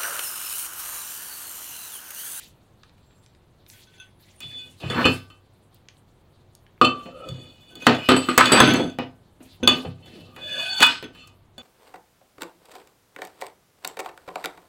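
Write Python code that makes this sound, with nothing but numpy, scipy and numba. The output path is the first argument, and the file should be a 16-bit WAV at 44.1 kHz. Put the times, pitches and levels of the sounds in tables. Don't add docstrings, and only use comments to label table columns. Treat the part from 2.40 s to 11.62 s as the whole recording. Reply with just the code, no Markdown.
import sys
import numpy as np
from scipy import signal
from scipy.fft import rfft, irfft
from scipy.io import wavfile
from scipy.ndimage import uniform_filter1d
from numba import njit

SR = 44100
rng = np.random.default_rng(int(sys.argv[2]) if len(sys.argv) > 2 else 0)


def output_pcm(signal):
    pcm = np.clip(np.atleast_2d(signal).T, -1, 1) * 32767
    wavfile.write(sys.argv[1], SR, np.round(pcm).astype(np.int16))


N = 406602
T = np.arange(N) / SR


def undb(db):
    return 10 ** (np.asarray(db) / 20)


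def unit_rms(x):
    return x / np.sqrt(np.mean(x ** 2))


def band(x, hz, octaves):
    edges = np.minimum(hz * 2. ** (octaves * np.array([-.5, .5])), [SR / 2.4, SR / 2.2])
    return signal.sosfilt(signal.butter(2, edges, "bandpass", fs=SR, output="sos"), x)


def impulses(times_s, db):
    return np.bincount((np.asarray(times_s) * SR).astype(int), undb(db), N)


def wander(rate_hz):
    hold = int(SR / rate_hz)
    return 1.3 * uniform_filter1d(np.repeat(rng.standard_normal(N // hold + 1), hold), hold)[:N]


def grit(rate_hz, spread_db, spurt_db=4.0):
    size = undb(spread_db * np.minimum(rng.exponential(1, N), 5)) * rng.standard_normal(N)
    hits = rng.random(N) < rate_hz / SR
    return unit_rms(size * hits * undb(spurt_db * wander(40)))


def narrow_noise(hz, width_hz):
    lowpass = signal.butter(2, width_hz / 2, fs=SR, output="sos")
    slow = signal.sosfilt(lowpass, rng.standard_normal((2, N)))
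    phase = 2 * np.pi * np.cumsum(hz * np.ones(N)) / SR
    return unit_rms(slow[0] * np.cos(phase) + slow[1] * np.sin(phase))


@njit
def mode(force, turn, loss, damping, rise):
    out, push, state = np.empty(len(force)), 0j, 0j
    for i in range(len(force)):
        push = push * turn * (1 - rise) + rise * force[i]
        state = state * turn * (1 - loss * damping[i]) + push
        out[i] = state.imag
    return out


def ring(pitches_hz, modes, times_s, blow_db, rub=0, damping=1, spread_db=1.5, contact_s=0.0011):
    mode_db, t60_s = np.transpose(modes)
    loss = np.log(1000) / SR / t60_s
    friction = rub * grit(rate_hz=5000, spread_db=3.0) * np.sqrt(4 * loss[0]) + 1e-18
    scatter_db = spread_db * rng.standard_normal((len(times_s), len(modes)))
    rise = 1 / (1 + contact_s * SR)
    out = np.zeros(N)
    for k, hz in enumerate(pitches_hz):
        force = impulses(times_s, blow_db + scatter_db[:, k]) + friction
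        turn = np.exp(2j * np.pi * hz / SR)
        out += undb(mode_db[k]) * mode(force, turn, loss[k], damping * np.ones(N), rise)
    return out


def clatter(bands, times_s, blow_db, rub, octaves):
    out = np.zeros(N)
    for hz, db, t60_s in bands:
        decay = np.exp(-np.log(1000) / (t60_s * SR))
        fade = signal.lfilter([1], [1, -decay], impulses(times_s, blow_db) + 1e-18)
        noise = band(grit(rate_hz=8000, spread_db=2.5), hz, octaves)
        out += undb(db) * unit_rms(band(noise, hz, 2 * octaves)) * (fade + rub)
    return out


# f/Hz, relative density/dB
SHED_SPECTRUM = [(20, -2), (45, 5), (125, 7.5), (250, -1.5), (500, -5), (1000, -9.5), (2000, -20),
                 (3800, -22.5), (5500, -35.5), (16000, -36.5)]
# f/Hz, level/dB
SHED_HUM = [(96.9, -66), (360.7, -72.5)]


def shed(noise_db=-57.5):
    spectrum_hz, spectrum_db = np.transpose(SHED_SPECTRUM)
    bins_hz = np.maximum(np.arange(N // 2 + 1) * SR / N, 1)
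    shape = undb(np.interp(np.log(bins_hz), np.log(spectrum_hz), spectrum_db))
    noise = unit_rms(irfft(rfft(rng.standard_normal(N)) * shape, N))
    hum = sum(np.sqrt(2) * undb(db + 2 * wander(2.5)) * np.sin(2 * np.pi * hz * T) for hz, db in SHED_HUM)
    return undb(noise_db + 0.4 * wander(1.7)) * noise + hum


# t/s, hold/s, high hiss/dB, low hiss/dB
STROKES = [(0.0, 0.039, -56, -57.5), (.45, 0.41, -98, -86), (1.29, 0.11, -60, -60.5),
           (1.5, 0.14, -77, -69.5), (1.8, 0.6, -73, -71), (2.66, 0.09, -51.5, -53),
           (3.33, 0.028, -81.5, -76), (4.6, 0.045, -80, -89), (5.47, 0.015, -52, -36.5),
           (7.03, .12, -69.5, -68.5), (7.28, .15, -60, -57), (7.66, 0.12, -69.5, -64),
           (8.46, 0.074, -61, -39)]
# f/Hz, gain/dB
HISS_HIGH = [(6500, -2.5), (9000, 0), (12500, -3), (15200, -7)]
# f/Hz, gain/dB
HISS_LOW = [(2000, -3.5), (2900, -1.5), (3900, 3.5), (5000, -12)]


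def brush(floor_db=-81.5, rise_s=0.02, fade_s=0.07):
    slide_db = slides()[0]
    high = undb(floor_db) + undb(slide_db - 26.5)
    low = undb(floor_db) + undb(slide_db - 19)
    for start_s, hold_s, high_db, low_db in STROKES:
        fading = np.maximum(T - start_s - hold_s, 0) / fade_s
        stroke = undb(-20 * np.maximum(fading, (start_s - T) / rise_s))
        high += undb(high_db) * stroke
        low += undb(low_db) * stroke
    out = np.zeros(N)
    for envelope, bands in (high, HISS_HIGH), (low, HISS_LOW):
        for hz, db in bands:
            grains = grit(rate_hz=26000, spread_db=1.5, spurt_db=4.5)
            out += envelope * undb(db) * unit_rms(band(grains, hz, octaves=0.5))
    return out


# t/s, peak level/dB, centre f/Hz
GRIT_TICKS = [(0.4336, -39.5, 2080), (0.495, -45, 2860), (0.5806, -53, 3280), (0.7084, -51, 1860),
              (0.862, -43, 4190), (0.9493, -47, 2880), (1.264, -40, 2960), (1.3, -34, 3480),
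              (3.345, -43, 13900), (3.3694, -58, 3660), (3.4548, -58, 1700), (3.486, -30.5, 3200),
              (3.569, -50.5, 3210), (4.151, -36.5, 6800), (4.2653, -43.5, 2230), (4.3784, -47.5, 1466),
              (8.707, -60, 3028)]


def ticks(t60_s=0.011, octaves=1.52):
    out, t = np.zeros(N), np.arange(2048) / SR
    for start_s, db, hz in GRIT_TICKS:
        burst = rng.standard_normal(len(t)) * 1000 ** (-t / t60_s)
        snap = band(band(burst, hz, octaves), hz, 2 * octaves)
        i = int(start_s * SR)
        out[i:i + len(t)] += undb(db) * snap / np.abs(snap).max()
    return out


# t/s, lower f/Hz, level/dB, upper f/Hz, level/dB
AIR_GLIDES = [
    [(4.7, 509, -77, 1297, -67), (4.83, 542, -40, 1285, -47), (4.942, 510, -58.5, 1226, -77.5),
     (5.1, 533, -62, 1294, -66)],
    [(7.98, 596, -61, 1640, -66), (8.188, 589.5, -43, 1690, -42), (8.388, 900, -48.5, 1498, -44),
     (8.4, 820, -33.5, 1430, -40)],
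]


def hollow(width_hz=110):
    out = np.zeros(N)
    for path in AIR_GLIDES:
        times_s, *columns = np.transpose(path)
        for hz, db in columns[:2], columns[2:]:
            envelope = np.interp(T, times_s, undb(db), left=0, right=0)
            out += narrow_noise(np.interp(T, times_s, hz), width_hz) * envelope
    return out


# start/s, end/s, f/Hz, width/Hz, level/dB
SQUEALS = [(0.6, 0.94, 7540, 220, -74.5), (1.95, 2.04, 9200, 97, -61), (1.4, 2.3, 9950, 80, -78),
           (2.015, 2.285, 3475, 18, -41), (15, 16, 4465, 16, -52.5), (6.21, 6.35, 6288, 22, -32),
           (6.2, 6.42, 4300, 25, -36), (8.01, 8.34, 3480, 14.3, -36), (8.29, 8.41, 4465, 20, -32)]


def squeals():
    out = np.zeros(N)
    for start_s, end_s, hz, width_hz, db in SQUEALS:
        arch = np.sqrt(np.maximum((T - start_s) * (end_s - T), 0)) * 2 / (end_s - start_s)
        out += undb(db) * narrow_noise(hz, width_hz) * arch
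    return out


BENCH_HZ = [97, 128, 163, 238, 258, 345, 404, 465, 494, 605, 757]
# gain/dB, t60/s
BENCH_MODES = [(-11.5, 0.43), (-9, 0.28), (-11, 0.3), (-4.5, 0.13), (1, 0.29), (-2.5, 0.092), (-3.5, 0.029),
               (-3.5, 0.14), (-3, 0.19), (-9.5, 0.11), (-14.5, 0.1)]
# t/s, level/dB
BENCH_BUMPS = [(2.031, -31.5), (2.086, -64), (2.438, -18), (2.541, -28.5), (2.664, -14), (4.895, -21.5),
               (7.461, -20.5), (7.803, -36.5)]
# f/Hz, gain/dB, t60/s
BOOM_BANDS = [(162, -11, 0.057), (285, -7.5, 0.16), (562, -12, 0.19)]


def bench():
    times_s, _, thud_db, _, _ = blows()
    rumble = undb(slides()[1])
    thuds = ring(BENCH_HZ, BENCH_MODES, times_s, thud_db, rumble, spread_db=3.0, contact_s=0.0018)
    bumps = ring(BENCH_HZ[:3], BENCH_MODES[:3], *np.transpose(BENCH_BUMPS), contact_s=0.006)
    boom = clatter(BOOM_BANDS, times_s, thud_db, rumble, octaves=0.97)
    return undb(-11.5) * thuds + bumps + boom


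# f/Hz, gain/dB, t60/s
RATTLE_BANDS = [(1190, -1, 0.11), (1760, -6.5, 0.15), (2920, -8, 0.18), (3840, -25.5, 0.037)]


def rattle():
    times_s, crack_db, thud_db, _, _ = blows()
    slide_db, rumble_db, _, _ = slides()
    rattle_db = -3.5 + 0.4 * crack_db + 0.65 * thud_db
    grind_db = 15 + 1.69 * (slide_db + rumble_db) / 2
    return clatter(RATTLE_BANDS, times_s, rattle_db, undb(grind_db), octaves=1.0)


# f/Hz, gain/dB, t60/s
CRACK_BANDS = [(6500, -15.5, 0.027), (9190, -14.5, 0.0067), (12500, -33, 0.032), (16600, -17, 0.022)]


def cracks():
    times_s, crack_db, *_ = blows()
    return clatter(CRACK_BANDS, times_s, crack_db, rub=0, octaves=0.86)


# t/s, ring/dB, bench rumble/dB, spot (see PART_SPOTS)
SLIDE_PATHS = [
    [(2.01, -45.5, -58, 3.4), (2.286, -54.5, -54.5, 2.74), (2.33, -78, -61.5, 1.4)],
    [(2.4, -44, -43, 0.84), (2.58, -31.5, -19.5, 0.16), (2.64, -29, -26.5, 0.067)],
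    [(4.5, -62, -45, 0.16), (4.596, -47, -47.5, 0.068), (4.774, -58, -47, 0.89), (4.882, -49, -39.5, 2.9),
     (5.216, -58.5, -60.5, 2.68), (5.4, -55, -41, 3.2)],
    [(5.4, -44, -46, 2.72), (5.61, -39.5, -46.5, 1.45), (5.956, -34, -38.5, 0.13), (6.19, -22.5, -15, 2.9),
     (6.402, -37.5, -23, 3.5), (6.55, -59, -43, 3.7)],
    [(7.2, -69, -45, 1.5), (7.37, -62, -30, .3), (7.498, -74.5, -61.5, 0.56), (7.74, -57.5, -43.5, 1.27),
     (7.98, -54.5, -54, 0.17)],
    [(7.98, -47, -46.5, 2.67), (8.204, -32, -45.5, 2.8), (8.37, -33.5, -55, 2.9), (8.4, -28.5, -42, 2.9),
     (8.43, -2, -30.5, 2.77), (8.46, -24.5, -34, 3.14)],
    [(8.73, -56, -58, 0.94), (8.786, -49.5, -58.5, 0.88), (8.9, -60.5, -63, 0.92)],
]


def slides():
    controls, sliding = np.full((3, N), -200.), np.zeros(N)
    for path in SLIDE_PATHS:
        times_s, *columns = np.transpose(path)
        active = (T >= times_s[0]) & (T < times_s[-1])
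        controls[:, active] = [np.interp(T[active], times_s, column) for column in columns]
        sliding[active] = 1
    return *controls, sliding


# t/s, crack/dB, thud/dB, ring/dB, spot (see PART_SPOTS)
KNOCKS = [(2.0041, -27, -47, -37, 2.5), (2.4314, -47.5, -38, -41, 2), (2.4997, -36.5, -23, -24.5, 3),
          (2.6425, -49.5, -20.5, -20.5, 2), (2.6533, -17, -10.5, -11.5, 0.88),
          (2.901, -41, -53, -42.5, 0.5), (4.4134, -40, -4.5, -4.5, 0.15), (4.4461, -57, -22, -8.5, 0.85),
          (4.6574, -69, -38, -40, 1.5), (4.8876, -33, -82, -35, 3), (5.3538, -34, -61, -37.5, 3),
          (5.4219, -46, -43, -39, 9), (5.4672, -6.5, -2, -16.5, 1), (5.5462, -58, -26.5, -23.5, 3.4),
          (5.688, -11, -6.5, -6, 0.52), (5.7186, -25.5, -10.5, -11, 0.5), (5.7632, -30.5, -28.5, -21, 1.1),
          (5.8866, -31, -21, -13.5, 0.37), (5.9776, 6, -6.5, -11, 0), (6.0101, -12, -16.5, -39.5, -4),
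          (6.0561, -14.5, -39.5, -14, 3), (6.119, -16, -6, -28.5, 5), (6.1747, -26.5, -17.5, -15.5, -1),
          (6.2025, -1, 1, -7, 5), (6.2747, -27, -10.5, -15.5, 5), (6.337, -13, -23, -26, 1),
          (6.3965, -55, -21, -36.5, 3), (6.4979, -72, -45.5, -31.5, 3.5), (6.587, -36.5, -15, -34.5, 1.8),
          (7.005, -64.5, -40, -62, 2.5), (7.229, -51.5, -16, -30.5, 1.6), (7.2747, -15.5, -11.5, 0, 2.9),
          (7.31, -51, -18.5, -19, 0.5), (7.449, -56.5, -27, -35, .5), (7.659, -48.5, -49.5, -46, 3),
          (7.7562, -65.5, -43, -43.5, 6), (7.9624, -35, -40, -41, 2.5), (8.404, -9, -19.5, -12.5, 2.5),
          (8.4282, 0.5, -52, -13.5, 2), (8.446, -49, -50, -29, 1), (8.4647, -7, -46.5, -18, 2.5),
          (8.4992, -51, -35.5, -36, 8.5), (8.6267, -33, -34, -37, 1.5), (8.6402, -43, -50, -39.5, 5),
          (8.749, -43, -53, -44, 0.7), (8.8731, -35, -64.5, -51, 0.5), (9.18, -36, -37.5, -38, 3)]


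def blows():
    return np.transpose(KNOCKS)


PART_SPOTS = [0, 1, 2, 2.999, 4.598]


def part_levels_db(times_s, db, spot, fall_db_per_step, pipe_in_s=5.3):
    share_db = -fall_db_per_step * np.abs(spot - np.array(PART_SPOTS)[:, None])
    rotor_db = np.maximum(share_db[:-1], -22)
    flange_db = np.where(times_s > pipe_in_s, share_db[-1:], -200)
    return db + np.concatenate([rotor_db, flange_db])


# f/Hz; then gain/dB, free t60/s
RIM_HZ = [1168, 1215, 1240, 1394]
RIM_MODES = [(-6.5, 0.76), (0, 0.16), (0, 0.093), (-3.5, 0.056)]
# f/Hz; then gain/dB, free t60/s
FACE_HZ = [3045, 2662, 3515, 4285, 4510, 5955, 6185, 7360, 7630, 9345, 9795, 11100, 12300]
FACE_MODES = [(0, 0.18), (0.5, 0.19), (-7.5, 0.23), (-6.5, 0.15), (-20, 0.26), (-25.5, 0.071),
              (-21.5, 0.025), (-25, 0.19), (-22.5, .15), (-24, 0.084), (-28, 0.027), (-35.5, 0.04),
              (-33, .1)]
# f/Hz; then gain/dB, free t60/s
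VANE_HZ = [2925, 2505, 2400, 5085, 1520]
VANE_MODES = [(3.5, .17), (3.2, 0.18), (-9.5, 0.25), (-23.5, 0.41), (-17.5, 0.54)]
# f/Hz; then gain/dB, free t60/s
HAT_HZ = [3475, 2985, 4465, 6770, 6830, 7765, 8270, 9320, 9890, 10330, 12100, 14280]
HAT_MODES = [(2.5, 0.08), (-13, 0.29), (1.5, 0.025), (-19, 0.16), (-19.5, 0.056), (-17.5, 0.076),
             (-25.5, .1), (-25.5, 0.051), (-30, .08), (-24.5, 0.092), (-31, .08), (-31.5, .1)]
# f/Hz; then gain/dB, free t60/s
FLANGE_HZ = [6288, 1513, 2638, 3345, 3494, 10210, 10280, 15300]
FLANGE_MODES = [(3, 0.09), (5, 0.15), (8, 0.058), (6, 0.28), (11.5, 0.053), (-7.5, 0.05), (-5.5, 0.099),
                (-14.5, .15)]
# f/Hz; then gain/dB, free t60/s
PIPE_HZ = [7953, 8027, 4680, 9910, 11000, 12200, 9150, 13800]
PIPE_MODES = [(-0.5, 0.36), (-1.5, 0.19), (-5.5, 0.51), (-13, 0.18), (-12.5, 0.16), (-18, .2), (-23, .2),
              (-29, .15)]
# t/s, level/dB
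FLANGE_JOLTS = [(1.335, -62.5), (1.4704, -65), (1.5382, -66), (1.5803, -62), (1.5993, -49), (5.4213, -47.5),
                (6.357, -38), (7.233, -35), (7.275, -25.5)]
# t/s, level/dB
PIPE_KNOCKS = [(4.4134, -47.5), (5.468, -51.5), (5.6884, -24), (5.7644, -24.5), (5.8874, -34),
               (5.9773, -19), (6.0544, -31.5), (6.121, -12), (6.1744, -26.5), (6.2014, -19.5),
               (6.3574, -38.5), (7.2744, -42.5), (8.4282, -33)]
# start/s, end/s, damping factor
HAND_GRIPS = [(2.288, 2.4, 2.4), (4.453, 4.705, 1.76), (8.624, 8.74, 1.7)]


def steel():
    times_s, crack_db, _, ring_db, blow_spot = blows()
    slide_db, _, slide_spot, sliding = slides()
    blows_db = part_levels_db(times_s, ring_db, blow_spot, fall_db_per_step=19.5)
    rubs = sliding * undb(part_levels_db(T, slide_db, slide_spot, fall_db_per_step=12.5))
    damping = np.where(sliding, 1.38, 1.0)
    for start_s, end_s, factor in HAND_GRIPS:
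        damping[(T > start_s) & (T < end_s)] = factor
    parts = [(RIM_HZ, RIM_MODES), (FACE_HZ, FACE_MODES), (VANE_HZ, VANE_MODES),
             (HAT_HZ, HAT_MODES), (FLANGE_HZ, FLANGE_MODES)]
    clanks = sum(ring(*part, times_s, db, rub, damping) for part, db, rub in zip(parts, blows_db, rubs))
    tinks = ring(FLANGE_HZ, FLANGE_MODES, *np.transpose(FLANGE_JOLTS), damping=damping)
    pipe = ring(PIPE_HZ, PIPE_MODES, *np.transpose(PIPE_KNOCKS), damping=damping)
    top_hz, top_modes = HAT_HZ[3:] + FACE_HZ[5:], HAT_MODES[3:] + FACE_MODES[5:]
    overtones = ring(top_hz, top_modes, times_s, crack_db - 15, undb(slide_db - 9), damping, spread_db=4.0)
    return clanks + tinks + pipe + overtones


def echo(direct, t60_s=0.25, gap_s=0.004, top_hz=4400):
    t = np.arange(SR // 2) / SR
    tail = rng.standard_normal(len(t)) * 1000 ** (-t / t60_s) * (t > gap_s)
    tail = signal.sosfilt(signal.butter(1, top_hz, fs=SR, output="sos"), tail)
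    return signal.fftconvolve(direct, tail / np.sqrt(np.sum(tail ** 2)))[:N]


def scene(bass_cut_hz=41):
    highpass = signal.butter(3, bass_cut_hz, "highpass", fs=SR, output="sos")
    contacts = signal.sosfilt(highpass, steel() + bench() + rattle() + cracks())
    direct = contacts + brush() + ticks() + hollow() + squeals()
    return (direct + undb(-10.5) * echo(direct) + shed())[None]


@njit
def follow_peaks(x, attack_s, release_s):
    out, level = np.empty(len(x)), 0.
    for i in range(len(x)):
        size = abs(x[i])
        level += (size - level) / (SR * (attack_s if size > level else release_s))
        out[i] = level
    return out


def record(dry, threshold_db=-9, ratio=2.2, top_hz=15900):
    level = follow_peaks(dry[0], attack_s=0.0022, release_s=0.047)
    gain = np.minimum(1, undb(threshold_db) / (level + 1e-9)) ** (1 - 1 / ratio)
    lowpass = signal.ellip(12, .2, 75, top_hz, fs=SR, output="sos")
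    return signal.sosfilt(lowpass, np.clip(dry * gain, -1, 1))


dry = scene()
out = record(dry)
output_pcm(out)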